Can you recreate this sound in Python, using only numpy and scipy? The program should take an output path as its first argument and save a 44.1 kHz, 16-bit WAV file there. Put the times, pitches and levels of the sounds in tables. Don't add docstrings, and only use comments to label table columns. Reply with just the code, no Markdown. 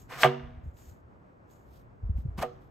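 import sys
import numpy as np
from scipy import signal
from scipy.fft import rfft, irfft, next_fast_len
from scipy.io import wavfile
from scipy.ndimage import map_coordinates

SR = 44100
rng = np.random.default_rng(int(sys.argv[2]) if len(sys.argv) > 2 else 0)


def waveform_to_disk(signal):
    frames = np.transpose(np.atleast_2d(signal))
    scaled = np.clip(frames, -1, 1) * 32767
    samples = np.round(scaled).astype(np.int16)
    wavfile.write(sys.argv[1], SR, samples)


def rack_gain(trim_db):
    fader = np.asarray(trim_db, float)
    return 10 ** (fader / 20)


N = 119070
T = np.arange(N) / SR

# frequency in Hz, level in dB.
GARDEN = [(40, -23.5), (91, -5), (207, -7), (500, -12.5), (1200, -22), (2300, -34.5), (3800, -46.5),
          (15500, -56.5)]
# frequency in Hz, side over mid in dB.
WIDTH = [(40, -14), (125, -16), (500, -6), (1500, 0), (4000, -10), (12000, -9.5)]
# time in seconds, strength in dB.
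BREEZE = [(0.0, -50.5), (0.22, -59), (.36, -67), (0.46, -46.5), (.66, -52.5), (1.39, -63.5), (2.04, -52),
          (2.2, -39), (2.26, -41), (2.38, -53.5), (2.58, -52), (2.7, -57.5)]
# frequency in Hz, level in dB.
BUFFET = [(20, -20), (40, 2.5), (75, 3), (130, 2.5), (250, -21), (400, -60.5)]
GARDEN_DB = -57.5

# start in seconds, attack, hold and release in seconds, level in dB.
RUSTLES = [
    (-.02, 0.013, 0.013, 0.095, -61.5),
    (0.622, 0.022, 0.074, 0.035, -82.5),
    (.735, 0.051, 0.12, 0.11, -65),
    (1.473, 0.039, 0.051, 0.15, -70),
]
# start in seconds, attack, hold and release in seconds, level in dB.
CREASES = [
    (1.62, .13, 0.053, 0.068, -72.5),
    (2.165, 0.0062, .055, 0.021, -74.5),
    (2.5, 0.035, 0.043, 0.044, -89),
    (2.59, .03, 0.055, 0.061, -82.5),
]
# frequency in Hz, level in dB.
CLOTH = [(1000, -7.5), (2500, -11), (5700, -13), (6900, -1.5), (8800, -14), (11900, -5), (14200, -7.5),
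         (15500, -18)]
# frequency in Hz, level in dB.
CREASE = [(1200, -23), (3000, -0.5), (3900, -1), (4600, -4), (6300, -4), (8000, -6.5), (13000, 3),
          (15500, -8)]
# frequency in Hz, side over mid in dB.
NEAR = [(100, -17), (600, -16), (1500, -18), (4000, -9), (10000, -1.5), (15000, -3.5)]
FLUTTER_DB = 1.2

# time in seconds, level in dB, treble brightness in dB.
FIRST_SLIDE = [(.08, -76, 0), (.1, -50, 4.5), (.132, -41.5, -1.5), (.165, -46, 2), (.205, -39.5, 9),
               (.224, -36, 15), (.25, -26, -2.5), (.3, -51.5, -2.5), (.42, -60.5, -19), (.72, -76, -33)]
SECOND_SLIDE = [(2.368, -78, 5.5), (2.381, -44.5, 4), (2.39, -39, -0.5), (2.411, -44, -1),
                (2.427, -30.5, 3), (2.439, -37.5, -14), (2.471, -61.5, -3.5), (2.56, -87.5, 6.5)]
# frequency in Hz, level in dB.
FIRST_FELT = [(120, -14.5), (500, -6), (1000, -4), (1700, -0.5), (2400, -5), (4000, -22.5), (8500, -37.5),
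              (15500, -35.5)]
SECOND_FELT = [(100, -6.5), (250, 0), (1000, 7.5), (3000, -7), (5000, -23.5), (15500, -24)]
# frequency in Hz, level in dB.
SHEEN = [(1500, -36), (3000, -6.5), (5000, -9), (8000, -11.5), (12500, -9), (15500, -17)]
HOLLOW_DB, HOLLOW_WIDE_HZ = -1.5, 25.5

# time in seconds, peak in dB, pitch in Hz, length in seconds.
BLOWS = [(.23355, .6, 1750, .00038), (.2342, -15, 3300, .0004), (.2355, -11, 2500, .0004),
         (.2385, -12, 1500, .001), (.2397, -14, 700, .0025), (.2443, -15, 800, .001),
         (.2459, -13, 1900, .0009), (.2478, -15, 1000, .001), (.2484, -22, 3000, .0007),
         (.2520, -14, 720, .0022), (.2590, -15, 760, .0018), (.237, -18, 1150, .002),
         (.2623, -26, 2600, .0006), (.2645, -17, 600, .0015), (.217, -33, 740, .006),
         (.111, -41, 1000, .005), (.184, -42, 725, .005), (.13, -42, 1650, .006), (2.208, -60, 2000, .0004),
         (2.4285, -26, 950, .0012), (2.4330, -18, 670, .002), (2.4365, -25, 1150, .002),
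         (2.4345, -28, 540, .003), (2.494, -50, 1200, .005), (2.445, -34, 780, .006),
         (.771, -50, 3000, .00015), (1.502, -55, 3000, .00015), (2.179, -53, 2400, .0003),
         (1.16, -56, 1200, .001)]
# time in seconds, level in dB, 60 dB decay in seconds.
RATTLES = [
    (0.2336, -18, 0.048),
    (0.2443, -25.5, 0.066),
    (0.2582, -33, .12),
    (0.259, -46, 0.77),
    (.118, -48.5, 0.2),
    (2.43, -42.5, 0.058),
    (2.44, -61, 0.69),
]
# frequency in Hz, level in dB.
RATTLE = [(500, -29), (1000, 4.5), (1600, 2.5), (2500, -4.5), (3400, -3.5), (4200, -16.5), (6000, -30.5),
          (10000, -69)]

# time in seconds,
# peak in dB, pitch in Hz, length in seconds.
THUMPS = [(.44, -38.5, 63.5, 0.015), (.172, -43, 141, 0.022), (.61, -49, 142, 0.014), (.585, -35, 66, 0.01),
          (.645, -34.5, 74, 0.0083), (.684, -29.5, 71, 0.016), (.75, -45, 73.5, 0.0077),
          (.81, -47, 71, 0.013), (.89, -41, 70, 0.019), (.925, -42.5, 91.6, 0.011),
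          (1.05, -49, 80.3, 0.016), (1.7, -50, 64, 0.045), (1.78, -52.5, 58.8, 0.026),
          (2.04, -21.5, 69.7, 0.0055), (2.065, -26.5, 55, 0.03), (2.106, -17, 74.7, 0.01),
          (2.135, -29.5, 58.4, 0.011), (2.165, -20, 60.5, 0.012), (2.198, -28, 65, 0.016),
          (2.258, -21.5, 118.8, 0.0056), (2.29, -24, 74.2, 0.0081), (2.325, -35.5, 64.8, 0.026),
          (2.36, -32.5, 70.4, 0.014), (2.405, -34.5, 54, 0.016), (2.55, -55, 68, 0.032),
          (.661, -37, 130, 0.0075), (2.096, -32, 182, 0.0053), (2.186, -33, 193, 0.0029),
          (2.262, -38.5, 231, 0.0014), (2.387, -29, 168, 0.0049), (2.416, -29.5, 150, 0.0013),
          (2.402, -33.5, 110, 0.0042)]

# time in seconds, level in dB, build-up in seconds.
RINGS = [
    (.2411, -11, 0.0082),
    (2.431, -26.5, 0.0058),
]
COLUMN_HZ = [138.5, 242, 376.5, 483, 645, 737, 1107, 1206]
# level in dB, 60 dB decay in seconds.
FIRST_COLUMN = [(-13.5, 0.56), (-21.5, 0.91), (-5.5, 0.31), (-9.5, .3), (8, 0.066), (7, 0.064),
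                (-16.5, 0.0975), (-2, 0.095)]
SECOND_COLUMN = [(-15, 0.26), (-10.5, 0.16), (-13.5, 0.41), (-2, 0.24), (0, 0.11), (-0.5, 0.11),
                 (-29, 0.058), (-6.5, 0.087)]
# time in seconds, level in dB, build-up in seconds.
STRIKES = [
    (0.2471, -25, 0.0046),
    (2.431, -33.5, 0.0065),
]
# frequency in Hz, level in dB, 60 dB decay in seconds.
FIRST_SHELL = [(131.9, -3.5, 0.34), (745, -5.5, 0.23), (960, -11.5, 0.43), (1280, -14, 0.3),
               (1370, -6, 0.11), (1475, -3, 0.092), (1600, -5.5, 0.16), (1776, -8.5, 0.12),
               (2010, -13, 0.11), (2293, -8, 0.15), (2830, -16.5, .45), (655, -14.5, 0.62)]
SECOND_SHELL = [(1174, -21, 0.36), (1280, -25, 0.24), (1260, -12.5, 0.33), (1830, -20, 0.17),
                (2140, -26, 0.15), (2730, -18, .12)]
WANDER = 1.3

# frequency in Hz, level in dB.
ECHO = [(300, -17.5), (620, -7), (900, -10), (1250, -5.5), (1700, -21.5), (2500, -16.5), (5000, -26.5)]
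ECHO_S, ECHO_DB = .0114, -9
FAR_S, FAR_DB = .085, -21
# frequency in Hz, 60 dB decay in seconds.
WALLS = [(200, 0.52), (1000, 0.84), (3000, 0.17), (6000, 0.55), (9000, 0.092), (15000, 0.22)]
# frequency in Hz, level in dB.
WALL_TONE = [(300, -5.5), (700, -2), (1150, -4.5), (1900, -2.5), (3200, 10.5), (6000, 3.5)]
WALLS_DB, WALL_DELAY_S = -24, .012

# frequency in Hz, level in dB.
MID_NOTCH = [(8600, -2), (9300, -18), (10000, -39), (10700, -31.5), (11300, -5.5)]
# frequency in Hz, level in dB.
SIDE_NOTCH = [(5800, 4), (7000, -26), (8400, 0.5), (12200, -6), (12900, -20), (14200, -17.5), (14900, -6)]
LEAK_DB = -12.5
TOP_HZ = 15760


def along(points, hz):
    f, v = np.transpose(points)
    return np.interp(np.log(hz + 1), np.log(f + 1), v)


def filtered(x, response):
    m = next_fast_len(N + 8192)
    return irfft(rfft(x, m) * response(np.fft.rfftfreq(m, 1 / SR)), m)[..., :N]


def wobble(rate):
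    knots = rng.standard_normal(N // 40)[:int(N * rate / SR) + 4]
    return map_coordinates(knots, [T * rate])


def rush(spectrum, width):
    def response(hz):
        return rack_gain(along(spectrum, hz)) * np.array([hz * 0 + 1, rack_gain(along(width, hz))])
    pair = filtered(rng.standard_normal((2, N)), response)
    return pair / np.sqrt(np.mean(pair[0] ** 2))


def placed(x, lean, lag_s):
    return np.array([x, lean * x + lag_s * SR * np.gradient(x)])


def bursts(rows):
    out = np.zeros(N)
    for s, db, hz, length in rows:
        span = slice(max(0, round((s - 5 * length) * SR)), round((s + 5 * length) * SR))
        t = T[span] - s
        out[span] += rack_gain(db) * np.exp(-(t / length) ** 2) * np.cos(2 * np.pi * hz * t)
    return out


def garden():
    breath = rack_gain(GARDEN_DB + 0.58 * wobble(3) + .8 * wobble(17))
    hum = breath * rush(GARDEN, WIDTH)
    strength = np.interp(T, *np.transpose(BREEZE)) + 1.8 * wobble(4.0)
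    return hum + rack_gain(strength) * rush(BUFFET, [(60, -13.0)])


def brush(rows, colour):
    gain = np.zeros(N)
    for s, attack, hold, release, db in rows:
        corners = np.cumsum([s, attack, hold, release])
        gain += rack_gain(db + np.interp(T, corners, [-16.5, 5.5, 1.5, -22.5], left=-90, right=-90))
    flutter = rack_gain(FLUTTER_DB * (wobble(21) + wobble(160)))
    return gain * flutter * rush(colour, NEAR)


def rustles():
    return brush(RUSTLES, CLOTH) + brush(CREASES, CREASE)


def slide(rows, felt):
    s, level, bright = np.transpose(rows)
    db = np.interp(T, s, level, left=-120, right=-120) + 1.1 * wobble(300)

    def hollow(f):
        peaks = sum(1 / (1 + ((f - hz) / HOLLOW_WIDE_HZ) ** 2) for hz in COLUMN_HZ)
        return 1 + rack_gain(HOLLOW_DB) * peaks
    scrape = filtered(rush(felt, NEAR), hollow)
    sheen = rack_gain(np.interp(T, s, bright) - 10) * rush(SHEEN, NEAR)
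    return rack_gain(db) * (scrape + sheen)


def blows():
    return bursts(BLOWS)


def rattle():
    gain = sum(rack_gain(db - 60 * np.clip(T - s, 0, None) / t60) * (T > s) for s, db, t60 in RATTLES)
    return gain * rack_gain(3 * wobble(600)) * rush(RATTLE, NEAR)


def wind_thumps():
    return placed(bursts(THUMPS), .01, 0.0002)


def ring(s, db, rise, modes, wander=0):
    t = np.clip(T - s, 0, None)
    total = np.zeros(N)
    for hz, level, t60 in modes:
        phase = 2 * np.pi * hz * t + wander * hz / 1000 * wobble(90)
        total += rack_gain(level - 60 * t / t60) * np.sin(phase)
    return rack_gain(db) * (1 - np.exp(-t / rise)) * total


def column():
    out = np.zeros(N)
    for row, modes in zip(RINGS, (FIRST_COLUMN, SECOND_COLUMN)):
        out += ring(*row, [(hz, *mode) for hz, mode in zip(COLUMN_HZ, modes)])
    for row, modes in zip(STRIKES, (FIRST_SHELL, SECOND_SHELL)):
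        out += ring(*row, modes, WANDER)
    return out


def echo(x):
    def response(hz):
        early = rack_gain(ECHO_DB) * np.exp(-2j * np.pi * hz * ECHO_S)
        late = rack_gain(FAR_DB) * np.exp(-2j * np.pi * hz * FAR_S)
        return rack_gain(along(ECHO, hz)) * (early - late)
    side = filtered(x, response)
    return np.array([0 * side, side])


def walls(x):
    hz, t, z = signal.stft(rng.standard_normal((2, SR)), SR, nperseg=256)
    t60 = np.clip(along(WALLS, hz), .03, 3)[:, None]
    tail = signal.istft(z * rack_gain(-60 * t / t60), SR, nperseg=256)[1]
    tail = np.pad(tail / np.linalg.norm(tail[0]), ((0, 0), (round(WALL_DELAY_S * SR), 0)))
    tail = tail * rack_gain([[0], [-5]])
    answer = signal.fftconvolve(x[None], tail, axes=1)[:, :N]
    return filtered(answer, lambda f: rack_gain(along(WALL_TONE, f)))


def ports(hz):
    return rack_gain([along(MID_NOTCH, hz), along(SIDE_NOTCH, hz)])


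def scene():
    first = slide(FIRST_SLIDE, FIRST_FELT)
    second = slide(SECOND_SLIDE, SECOND_FELT)
    knock = blows() + column()
    pair = garden() + rustles() + first + second + rattle() + wind_thumps()
    pair += placed(knock, -.04, .00001) + echo(knock)
    pair += rack_gain(WALLS_DB) * walls(knock + first[0] + second[0])
    leak = rack_gain(LEAK_DB) * filtered(second, lambda hz: 1 - ports(hz))
    mid, side = filtered(pair, ports) + leak
    return np.array([mid + side, mid - side])


def low_pass(x):
    return signal.sosfilt(signal.butter(12, 15750, fs=SR, output="sos"), x)


def record(dry):
    mix = filtered(dry, lambda hz: hz < TOP_HZ)
    return low_pass(mix)


dry = scene()
out = record(dry)
waveform_to_disk(out)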